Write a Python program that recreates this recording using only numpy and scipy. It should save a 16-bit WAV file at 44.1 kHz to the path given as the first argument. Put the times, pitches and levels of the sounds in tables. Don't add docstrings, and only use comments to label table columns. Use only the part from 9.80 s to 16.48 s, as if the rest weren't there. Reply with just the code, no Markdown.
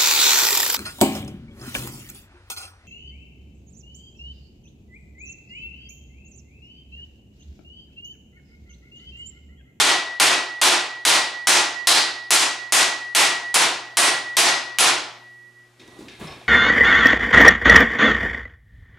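import sys
import numpy as np
from scipy import signal
from scipy.fft import rfft, irfft, next_fast_len
from scipy.io import wavfile
from scipy.ndimage import uniform_filter1d, minimum_filter1d, map_coordinates

SR = 44100
rng = np.random.default_rng(int(sys.argv[2]) if len(sys.argv) > 2 else 0)


def to_wav(s):
    ch = np.atleast_2d(s).T
    pcm = np.round(np.clip(ch, -1, 1) * 32767)
    wavfile.write(sys.argv[1], SR, pcm.astype(np.int16))


N = 294588

# start in s, relative force in dB, brightness in dB per octave, resonance of the
# struck spot in Hz, its strength in dB, relative ping of the hammer face in dB, relative ring of the head in dB.
HAMMER_BLOWS = [(-0.025, 4, 0, 3450, 2, -3, -25), (0.3988, 1.9, -0.46, 2940, 1, -17, -26),
                (0.815, 1.9, 0, 3320, 1.5, -22, -28.5), (1.2512, 1.4, 0.5, 4000, 2, -0.5, -26.5),
                (1.671, 2, 0.2, 6500, 1.9, -3, -27), (2.071, 2, 1, 4300, 4.5, 0, -29),
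                (2.506, 2, 1.75, 6860, 1, -2, -29), (2.9227, 0.5, 1, 7100, 1, -7, -26),
                (3.3495, 0.2, 0.5, 2500, 1, -2.5, -23.5), (3.742, -0.3, -0.5, 10100, 1, 1, -34.5),
                (4.1702, 1.2, -0.46, 9450, 4, 1.5, -24.5), (4.5683, 2.5, 0.15, 5200, 1.5, -3, -30),
                (4.9855, 0.5, 0.1, 10900, -1.5, 5, -36.5)]


def amp(db):
    return 10 ** (np.asarray(db) / 20)


def unit(x):
    return x / np.sqrt(np.mean(x ** 2) + 1e-20)


def along(points, hz):
    point_hz, values = np.transpose(points)
    return np.interp(np.log(hz + 1), np.log(point_hz + 1), values)


def seconds():
    return np.arange(SR) / SR


def fade(t, t60):
    return np.exp(-np.log(1000) * t / t60)


def bell(t, centre_s, width_s):
    return np.exp(-((t - centre_s) / width_s) ** 2)


def hump(hz, centre_hz, octaves):
    return np.exp(-.5 * (np.log2((hz + 1) / centre_hz) / octaves) ** 2)


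def peak(hz, centre_hz, width_hz):
    return 1 / (1 + (2 * (hz - centre_hz) / width_hz) ** 2)


def bumps(resonances, hz):
    return sum(db * peak(hz, centre_hz, width_hz) for centre_hz, width_hz, db in resonances)


def wobble(rate):
    knots = rng.standard_normal(N // 100)
    return map_coordinates(knots, [np.arange(N) * rate / SR], mode="mirror")


def coloured(x, gain):
    m = 2 * next_fast_len(x.shape[-1])
    gains = np.maximum(unit(gain(np.fft.rfftfreq(m, 1 / SR))), 1e-6)
    cepstrum = irfft(np.log(gains))
    cepstrum[1:m // 2] *= 2
    cepstrum[m // 2 + 1:] = 0
    response = np.exp(rfft(cepstrum))
    return irfft(rfft(x, m) * response, m)[..., :x.shape[-1]]


def diffuse(n):
    # frequency in Hz, side minus mid in dB.
    side_spectrum = [(60, -20), (150, -25.5), (300, -16), (600, -14), (1000, -7), (5000, -8.5), (9000, -7),
                     (12000, -44.5)]
    mid, side = rng.standard_normal((2, n))
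    side_gain = amp(along(side_spectrum, np.fft.rfftfreq(n, 1 / SR)))
    side = irfft(rfft(side) * side_gain, n)
    return np.array([mid + side, mid - side])


def rush(spectrum):
    return unit(coloured(diffuse(N), lambda hz: amp(along(spectrum, hz))))


def burst(t60, wet_db, gap_s=.003, build_s=0.013, low_hz=500):
    # frequency in Hz, reverberation t60 in s.
    room_decay = [(120, 0.54), (300, 0.6), (800, 0.63), (2000, 0.55), (4500, 0.54), (8500, 0.38),
                  (13000, 0.26)]
    t = seconds()
    highpass = signal.butter(1, low_hz, "high", fs=SR)
    direct = signal.lfilter(*highpass, rng.standard_normal(SR)) * fade(t, t60)
    hz, age_s, bins = signal.stft(diffuse(SR), SR, nperseg=256)
    decay = fade(age_s, along(room_decay, hz)[:, None])
    tail = signal.istft(bins * decay, SR, nperseg=256)[1][:, :SR]
    onset = 1 - np.exp(-np.maximum(t - gap_s, 0) / build_s)
    return direct + amp(wet_db) * tail * onset


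def ring(modes):
    t = seconds()
    return sum(amp(db + rng.standard_normal()) * fade(t, t60) * np.sin(2 * np.pi * hz * t)
               for hz, db, t60 in modes)


def add(track, s, sound):
    start = round(s * SR)
    part = sound[:, max(-start, 0):N - start]
    track[:, max(start, 0):][:, :part.shape[1]] += part


def background(hum_db=-1, air_db=-1):
    # harmonic number, relative level in dB.
    harmonics = [(1, -2), (2, -13), (3, -5.5)]
    # time in s, common level in dB before the hum and air offsets.
    level_points = [(0, -64.5), (5.35, -57), (5.6, -59.5), (5.95, -59.5), (6.2, -57), (6.68, -54)]
    # frequency in Hz, relative density in dB.
    air_spectrum = [(25, -9.5), (70, -9), (180, -6.5), (400, -5.5), (900, -6), (2000, -6.5), (5000, -13.5),
                    (9000, -18), (14500, -28.5), (15400, -50)]
    t = np.arange(N) / SR
    cycles = 119.8 * t
    hum = np.sqrt(2) * sum(amp(db) * np.sin(2 * np.pi * (round(k) * cycles + rng.random()))
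                           for k, db in harmonics)
    level_db = np.interp(t, *np.transpose(level_points))
    return amp(level_db) * (amp(hum_db) * hum + amp(air_db) * rush(air_spectrum))


def sleeve(catch_rate=55, catch_db=1.5, swish_db=-7.5):
    # time of the strongest rub in s, level in dB, rise in s, release in s.
    strokes = [(6.03, -53, 0.04, 0.15), (6.21, -48, 0.085, 0.27), (6.43, -39.5, 0.026, 0.089)]
    # frequency in Hz, relative density in dB.
    rub_spectrum = [(25, -19), (60, -5), (200, -8.5), (360, 1.5), (500, -9.5), (1200, -12.5), (3000, -46)]
    # frequency in Hz, relative density in dB.
    swish_spectrum = [(300, -22), (1000, -2), (2800, -1), (3900, 3), (4900, -10), (10000, -7.5),
                      (14500, -28), (15400, -50)]
    t = np.arange(N) / SR
    drag = np.zeros(N)
    for s, db, rise_s, release_s in strokes:
        swell = bell(t, s, rise_s)
        release = np.exp(-np.abs(t - s) / release_s)
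        drag += amp(db) * np.where(t < s, swell, release)
    rub = amp(catch_db * wobble(catch_rate)) * rush(rub_spectrum)
    swish = amp(swish_db + catch_db * wobble(catch_rate)) * rush(swish_spectrum)
    return drag * (rub + swish)


def handling(thud_octaves=0.45, clink_octaves=0.78, tool_down_s=6.472, tool_db=-43):
    # start in s, relative thud in dB, thud centre in Hz, relative clink in dB, clink centre in Hz,
    # t60 of the direct sound in s.
    knocks = [(5.996, -46.5, 327, -48, 3170, 0.31), (6.076, -46, 280, -50, 4000, 0.072),
              (6.189, -38, 284, -52, 4500, 0.41), (6.283, -54, 330, -37, 2800, 0.079),
              (6.398, -60, 201, -49, 6550, .1), (6.41, -32, 164, -40.5, 1700, 0.24),
              (6.434, -32, 135, -44, 3000, 0.13), (6.472, -44, 600, -41, 2490, 0.5),
              (6.522, -39, 900, -40.5, 2530, 0.091), (6.613, -43, 710, -45.5, 2500, 0.074)]
    # frequency in Hz, width in Hz, boost in dB.
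    clamp_modes = [(1690, 110, 11.5), (2150, 140, 8.5), (2420, 130, 9), (2640, 50, 11), (3290, 40, 9.5),
                   (3690, 64, 14), (4130, 48, 5)]
    # frequency in Hz, relative level in dB, t60 in s.
    tool_modes = [(1071, -7, .4), (1120, 0, .5), (5270, -7, .35), (5292, -2, .4)]
    out = np.zeros((2, N))
    for s, thud_db, thud_hz, clink_db, clink_hz, t60 in knocks:
        push = burst(t60, wet_db=-15, low_hz=80)
        thud = coloured(push, lambda hz: hump(hz, thud_hz, thud_octaves) + 0.0012)
        steel = lambda hz: (hump(hz, clink_hz, clink_octaves) + .003) * amp(bumps(clamp_modes, hz))
        clink = coloured(burst(t60, wet_db=-5.0), steel)
        add(out, s, amp(thud_db) * thud + amp(clink_db) * clink)
    add(out, tool_down_s, amp(tool_db) * ring(tool_modes)[None])
    return out


def hammer_song(song_db=1.0, doppler=0.0012, swing_rate=7, sway_db=3, waver_db=0.6):
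    # frequency in Hz, relative level in dB.
    head_modes = [(1933.3, 0), (8960, -34)]
    # time in s, width in s, dip in dB.
    lowering = [(5.35, 0.07, 17), (5.73, 0.029, 11), (5.93, 0.057, 16)]
    head_t60_s = 4.04
    closing_width_s, closing_dip_db = 0.013, 9
    turn_after_s, turn_width_s, turn_dip_db = 0.264, 0.022, 8.5
    stowed_s, stowed_over_s, stowed_db = 5.9, 0.046, 5.5
    t = np.arange(N) / SR
    strength, shade_db = np.zeros(N), np.zeros(N)
    for s, *_, ring_db in HAMMER_BLOWS:
        fresh_ring = amp(ring_db) * fade(np.abs(t - s), head_t60_s)
        strength = np.where(t >= s, fresh_ring, strength)
        shade_db += closing_dip_db * bell(t, s, closing_width_s)
        shade_db += turn_dip_db * bell(t, s + turn_after_s, turn_width_s)
    for s, width_s, dip_db in lowering:
        shade_db += dip_db * bell(t, s, width_s)
    shade_db += stowed_db * (1 + np.tanh((t - stowed_s) / stowed_over_s)) / 2
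    bent_time_s = np.cumsum(1 + doppler * wobble(swing_rate)) / SR
    tone = sum(amp(db) * np.sin(2 * np.pi * hz * bent_time_s) for hz, db in head_modes)
    common_db = waver_db * wobble(2 * swing_rate)
    opposed_db = np.array([[1], [-1]]) * sway_db * wobble(swing_rate)
    return strength * amp(song_db - shade_db + common_db + opposed_db) * tone


def hammering(blow_db=-6, face_db=-13, face_t60=0.29, tick_db=-12):
    # frequency in Hz, relative density in dB.
    crash_spectrum = [(40, -38.5), (95, -30), (140, -15.5), (215, -19.5), (300, -7.5), (520, -10),
                      (730, -2.5), (1300, -3.5), (2200, -2), (4200, -4), (6800, -5.5), (9600, -5.5),
                      (11800, -14.5), (14600, -23.5), (16000, -40)]
    # frequency in
    # Hz, width in Hz, boost over the crash in dB.
    panel_modes = [(361, 14, 6), (690, 28, 3), (854, 20, 3), (1046, 60, 3), (1408, 26, 5), (1774, 26, 2),
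                   (2466, 24, 2), (3400, 26, 2), (3690, 26, 2), (4052, 36, 2), (8960, 36, 5)]
    face_hz, face_width_hz = 10155, 45
    pivot_hz, spot_octaves = 2000, .25
    tick_t60_s, tick_hz, tick_octaves = 0.015, 10960, 0.39
    out, t = np.zeros((2, N)), seconds()
    for s, force_db, bright_db, spot_hz, spot_db, ping_db, _ in HAMMER_BLOWS:
        def crash_gain(hz):
            contact_db = bright_db * np.log2(1 + hz / pivot_hz) + spot_db * hump(hz, spot_hz, spot_octaves)
            return amp(along(crash_spectrum, hz) + bumps(panel_modes, hz) + contact_db)

        shake = burst(t60=0.084, wet_db=2.5, gap_s=0.00067, build_s=0.018, low_hz=500)
        crash = coloured(shake, crash_gain)
        ping = coloured(diffuse(SR), lambda hz: peak(hz, face_hz, face_width_hz)) * fade(t, face_t60)
        tick = coloured(diffuse(SR) * fade(t, tick_t60_s), lambda hz: hump(hz, tick_hz, tick_octaves) + .001)
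        blow = crash + amp(face_db + ping_db) * ping + amp(tick_db) * tick
        add(out, s, amp(blow_db + force_db) * blow)
    return out


def limiter(x, ceiling_db, release_db_per_s, size=45):
    level_db = 20 * np.log10(np.abs(x).max(axis=0) + 1e-9)
    over_db = np.maximum(level_db - ceiling_db, 0)
    recovery_db = release_db_per_s * np.arange(N) / SR
    gain_db = recovery_db - np.maximum.accumulate(over_db + recovery_db)
    return x * amp(uniform_filter1d(minimum_filter1d(gain_db, size), size))


def scene():
    return background() + sleeve() + handling() + hammer_song() + hammering()


def record(dry):
    held = limiter(dry, ceiling_db=-4.0, release_db_per_s=136.5)
    lowpass = signal.butter(24, 16000, fs=SR, output="sos")
    return signal.sosfilt(lowpass, held)


dry = scene()
out = record(dry)
to_wav(out)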